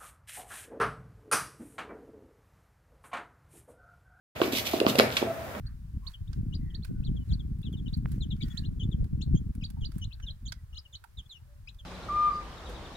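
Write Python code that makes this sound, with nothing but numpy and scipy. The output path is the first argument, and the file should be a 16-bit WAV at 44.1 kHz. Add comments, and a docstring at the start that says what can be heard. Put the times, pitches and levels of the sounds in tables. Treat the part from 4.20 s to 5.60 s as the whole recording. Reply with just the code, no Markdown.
"""A small, fairly live room with a wooden floor, where feet shuffle out of rubber flip-flops.
Each landing sole traps air in a short hollow thump and sets the boards rumbling; flat contacts add
a slap, and sliding friction of skin on rubber makes brief scuffs. A quiet room rumble and a faint
ringing tone lie behind. The microphone pair stands a little to the left of the feet."""
import sys
import numpy as np
from scipy import signal
from scipy.fft import rfft, irfft, next_fast_len
from scipy.io import wavfile
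from scipy.ndimage import uniform_filter1d

SR = 44100
rng = np.random.default_rng(int(sys.argv[2]) if len(sys.argv) > 2 else 0)


def store_pcm(level_fs):
    """Save levels as 16-bit WAV."""
    pcm = np.round(np.clip(level_fs, -1, 1) * 32767).astype(np.int16)
    wavfile.write(sys.argv[1], SR, np.atleast_2d(pcm).T)


N = 61739


def undb(db):
    """Decibels to amplitude ratio."""
    return 10 ** (np.asarray(db) / 20)


def unit(x):
    """Normalise to an rms of 1."""
    return x / np.sqrt(np.mean(x ** 2))


def by_hz(points, freq_hz):
    """Interpolate rows of (frequency_hz, value) on a logarithmic frequency axis."""
    hz, value = np.array(points).T
    return np.interp(np.log(freq_hz + 1), np.log(hz), value)


def colour(x, points):
    """Minimum-phase filter through rows of (frequency_hz, gain_db)."""
    size = 2 * next_fast_len(N)
    gain = undb(by_hz(points, np.fft.rfftfreq(size, 1 / SR)))
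    cepstrum = irfft(np.log(gain))
    cepstrum[1:size // 2] *= 2  # folding onto positive time makes the filter causal
    cepstrum[size // 2 + 1:] = 0
    return irfft(rfft(x, size) * np.exp(rfft(cepstrum)))[..., :N]


def soften(x, edge_hz):
    """Steep low-pass: a soft contact excites little above its edge frequency."""
    lowpass = signal.butter(6, min(edge_hz, SR / 2 - 1000), fs=SR, output="sos")
    return signal.sosfilt(lowpass, x + 1e-18)


def walk(rate_hz):
    """Slow random modulation: twice-averaged noise with an rms of 1."""
    width = max(int(SR / rate_hz), 1)
    return unit(uniform_filter1d(uniform_filter1d(rng.standard_normal(N), width), width))


def diffuse_field(bass_coherence=0.76, corner_hz=860):
    """Spatial coherence: long waves reach both microphones alike, short waves unrelated."""
    coherence = bass_coherence / (1 + (np.fft.rfftfreq(N, 1 / SR) / corner_hz) ** 2)
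    mid, side = rfft(rng.standard_normal((2, N)))
    mid, side = mid * np.sqrt(1 + coherence), side * np.sqrt(1 - coherence)
    return unit(irfft(np.array([mid + side, mid - side]), N))


def contact_noise(unshared_db=1):
    """Partial correlation: one noise common to both microphones plus each one's own."""
    return unit(rng.standard_normal(N) + undb(unshared_db) * rng.standard_normal((2, N)))


def room_rumble(level_db=-39):
    """Ambient noise: a steady diffuse field, strongest in the bass."""
    # background spectrum: frequency_hz, gain_db
    spectrum = [(25, -12), (45, -14), (80, 4.5), (160, -5.5), (240, -4.5), (400, -6.5), (620, 0), (900, -9),
                (1300, -8.5), (2000, -13), (3000, -20), (4500, -24.5), (9000, -30.5), (14000, -26.5)]
    return unit(colour(diffuse_field(), spectrum)) * undb(level_db)


def faint_tone(t, pitch_hz=664, waver=0.0082, flutter_db=3.34, octave_db=-17.5):
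    """Random frequency and amplitude modulation make a brief tone and its octave flutter."""
    # envelope of the tone: time_s, level_db
    envelope = [(1.045, -58), (1.075, -32.5), (1.114, -32), (1.129, -46), (1.18, -42), (1.24, -38.5),
                (1.278, -54)]
    time_s, level_db = np.array(envelope).T
    phase = 2 * np.pi * np.cumsum(pitch_hz * (1 + waver * walk(52))) / SR
    envelope_db = np.interp(t, time_s, level_db, left=-np.inf, right=-np.inf)
    gain = undb(envelope_db + flutter_db * walk(73))
    return gain * unit(np.sin(phase) + undb(octave_db) * np.sin(2 * phase))


def reverberation(t, source, gain_db=-5.5, build_s=0.0019):
    """Reflections build a diffuse tail that decays exponentially, most slowly in the bass."""
    # reverberation time: frequency_hz, t60_s
    decay_times = [(100, 1), (400, 0.29), (1500, 0.51), (4000, 0.29), (12000, 0.33)]
    # colouring of the reflections: frequency_hz, gain_db
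    spectrum = [(60, -12.5), (150, -7.5), (350, 0.5), (650, 4.5), (1000, -1), (2000, 1), (3500, -3),
                (6000, 2), (14000, 3.5)]
    freq_hz, frame_s, bands = signal.stft(diffuse_field(), SR, nperseg=256)
    fade = np.exp(-np.log(1000) * frame_s / by_hz(decay_times, freq_hz)[:, None])
    build_up = 1 - np.exp(-(t / build_s) ** 2)
    tail = signal.istft(bands * fade, SR)[1][:, :N] * build_up
    response = undb(gain_db) * tail / np.linalg.norm(tail[0])
    return colour(signal.fftconvolve(source, response, axes=1)[:, :N], spectrum)


def floorboards(t, blows, gain_db=-17, decay_s=0.074):
    """Free vibration: the wooden floor rumbles on after each blow."""
    # response of the boards: frequency_hz, gain_db
    spectrum = [(40, -13), (80, -4.5), (120, 7), (170, -8), (240, -13), (400, -20.5), (900, -23.5)]
    ring = colour(rng.standard_normal(N), spectrum) * np.exp(-t / decay_s)
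    return undb(gain_db) * signal.fftconvolve(blows, ring / np.linalg.norm(ring))[:N]


def scuffs(t, grain_db=2.5, grip_db=2):
    """Sliding friction: skin grips rubber unevenly, making grainy noise that swells and fades."""
    # slides: peak_s, level_db, rise_s, fall_s, upper_edge_hz
    slides = [(0.17, -34.5, 0.012, 0.011, 2690), (0.238, -32.5, 0.013, 0.018, 3970),
              (0.249, -41.5, 0.048, 0.035, 15000), (0.335, -34, 0.011, 0.015, 14900),
              (0.378, -28, 0.019, 0.018, 15000), (0.472, -31, 0.014, 0.011, 15200),
              (0.555, -34, 0.033, 0.022, 15300), (0.699, -29, 0.019, 0.013, 15500),
              (0.777, -42, 0.018, 0.078, 15200), (0.925, -41, 0.018, 0.06, 14700),
              (0.981, -37, 0.012, 0.0071, 14600)]
    # friction spectrum: frequency_hz, gain_db
    spectrum = [(500, -23), (1500, -17.5), (2200, -1), (2700, 0), (3600, 1), (5200, -6), (7000, -11),
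                (9500, -16.5), (13500, -7.5), (16000, -15)]
    rough = contact_noise() * undb(grain_db * walk(360) + grip_db * walk(49))
    friction = unit(colour(rough, spectrum))
    out = np.zeros((2, N))
    for peak_s, level_db, rise_s, fall_s, upper_edge_hz in slides:
        width_s = np.where(t < peak_s, rise_s, fall_s)
        swell = np.exp(-((t - peak_s) / width_s) ** 2 / 2)
        out += undb(level_db) * swell * soften(friction, upper_edge_hz)
    return out


def slaps(t, snap_s=0.00039):
    """Impact of skin, rubber and wood: mostly one pulse if briefer than snap_s, else mostly crackle."""
    # flat contacts: start_s, level_db, decay_s, lower_edge_hz, upper_edge_hz
    contacts = [(0.2165, -14.5, 0.0014, 704, 1770), (0.2160, -14.5, .0007, 1960, 3900),
                (0.535, -24, 0.0013, 600, 1270), (0.6012, -16.5, 0.0016, 2200, 11000),
                (0.6655, -5, 0.00027, 440, 1310), (0.6653, -13.5, 0.001, 2280, 6460),
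                (0.7550, -23.5, 0.0025, 2590, 13300), (0.7852, -16.5, 0.0012, 2980, 13300),
                (0.7894, -10, 0.0016, 2360, 12400), (0.7978, -1.5, 0.00064, 465, 7260),
                (0.8073, -17.5, 0.00066, 2500, 5530), (0.9040, -21, 0.00025, 1500, 9150),
                (0.9248, -26.5, 0.00095, 2510, 5550), (0.9682, -17.5, 0.0062, 2790, 8900),
                (0.972, -11, 0.00027, 2650, 14000), (1.019, -24.5, 0.00091, 596, 4070),
                (1.0262, -23.5, 0.00093, 550, 890), (1.3499, -34, 0.0032, 880, 3120)]
    # impact spectrum: frequency_hz, gain_db
    spectrum = [(200, -44), (600, 1), (1200, 7), (1900, -1.5), (2700, 2.5), (4800, -7.5), (6500, -18),
                (10000, -18.5), (14500, -15)]
    out = np.zeros((2, N))
    for start_s, level_db, decay_s, lower_edge_hz, upper_edge_hz in contacts:
        envelope = (t >= start_s) * np.exp(-np.abs(t - start_s) / decay_s)
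        strength = np.linalg.norm(envelope)
        pulse_share = snap_s / (snap_s + decay_s)
        crack = np.sqrt(1 - pulse_share) * envelope * contact_noise()
        crack[:, np.argmax(envelope)] += np.sqrt(pulse_share) * strength
        highpass = signal.butter(2, lower_edge_hz, "high", fs=SR)  # small contacts sound thin
        crack = colour(signal.lfilter(*highpass, soften(crack, upper_edge_hz)), spectrum)
        out += undb(level_db) * strength * crack / np.linalg.norm(crack, axis=1, keepdims=True)
    return out


def thumps(t, sag=0.24, sag_s=0.0037, low_cut_hz=129):
    """Damped oscillation of air trapped under a sole: the pitch sags as the contact spreads."""
    # soles landing: start_s, pitch_hz, level_db, rise_s, decay_s
    landings = [(0.2025, 557, -20.5, 0.00024, 0.005), (0.2159, 367, -10, 0.00042, 0.0047),
                (0.2777, 306, -22.5, 0.0018, 0.0048), (0.332, 274, -17.5, 0.0015, 0.0034),
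                (0.5325, 727, -20, 0.0036, 0.0058), (0.5366, 333, -14, 0.0045, 0.0017),
                (0.6007, 333, -18.5, 0.0049, 0.0019), (0.6137, 417, -8.5, 0.0025, 0.0014),
                (.649, 648, -20, .002, .003), (0.6655, 258, -7.5, 0.00082, 0.0024),
                (0.679, 202, -31, 0.0013, 0.0041), (0.753, 552, -16.5, 0.00061, 0.003),
                (0.7850, 271, -11.5, 0.0013, 0.0037), (0.7900, 297, -11.5, 0.0015, 0.0014),
                (0.7985, 494, -2, 0.00024, 0.0016), (1.0173, 275, -19.5, 0.00059, 0.0024),
                (1.0261, 363, -9.5, 0.00081, 0.0013), (1.3620, 235, -33.5, 0.0019, 0.015)]
    out = np.zeros(N)
    for start_s, pitch_hz, level_db, rise_s, decay_s in landings:
        age = np.maximum(t - start_s, 0)
        envelope = np.minimum(age / rise_s, 1) * np.exp(-np.maximum(age - rise_s, 0) / decay_s)
        # the glide runs from half the sag above pitch_hz to half the sag below
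        cycles = pitch_hz * ((1 - sag / 2) * age + sag * sag_s * (1 - np.exp(-age / sag_s)))
        out += undb(level_db) * envelope * np.sin(2 * np.pi * cycles)
    return signal.lfilter(*signal.butter(2, low_cut_hz, "high", fs=SR), out)


def scene(left_lag_s=0.00027, pan_db=2.5, start_s=0.15, fade_in_s=0.011):
    """Superposition of feet and room; the direct sound reaches the right microphone first and louder."""
    t = np.arange(N) / SR
    blows = thumps(t)
    feet = blows + slaps(t) + scuffs(t)
    left = np.roll(feet[0], int(left_lag_s * SR)) * undb(-pan_db / 2)
    right = feet[1] * undb(pan_db / 2)
    rumble = room_rumble()
    sound = np.array([left, right]) + reverberation(t, feet) + floorboards(t, blows)
    sound += faint_tone(t) + rumble
    return sound * np.clip((t - start_s) / fade_in_s, 0, 1)


def record(dry, low_cut_hz=39, top_hz=15600):
    """Band limiting: the deepest bass is removed, peaks clip at full scale and the top is cut."""
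    thinned = signal.lfilter(*signal.butter(2, low_cut_hz, "high", fs=SR), dry)
    lowpass = signal.ellip(10, 0.2, 80, top_hz, fs=SR, output="sos")
    return signal.sosfilt(lowpass, np.clip(thinned, -1, 1))


dry = scene()
out = record(dry)
store_pcm(out)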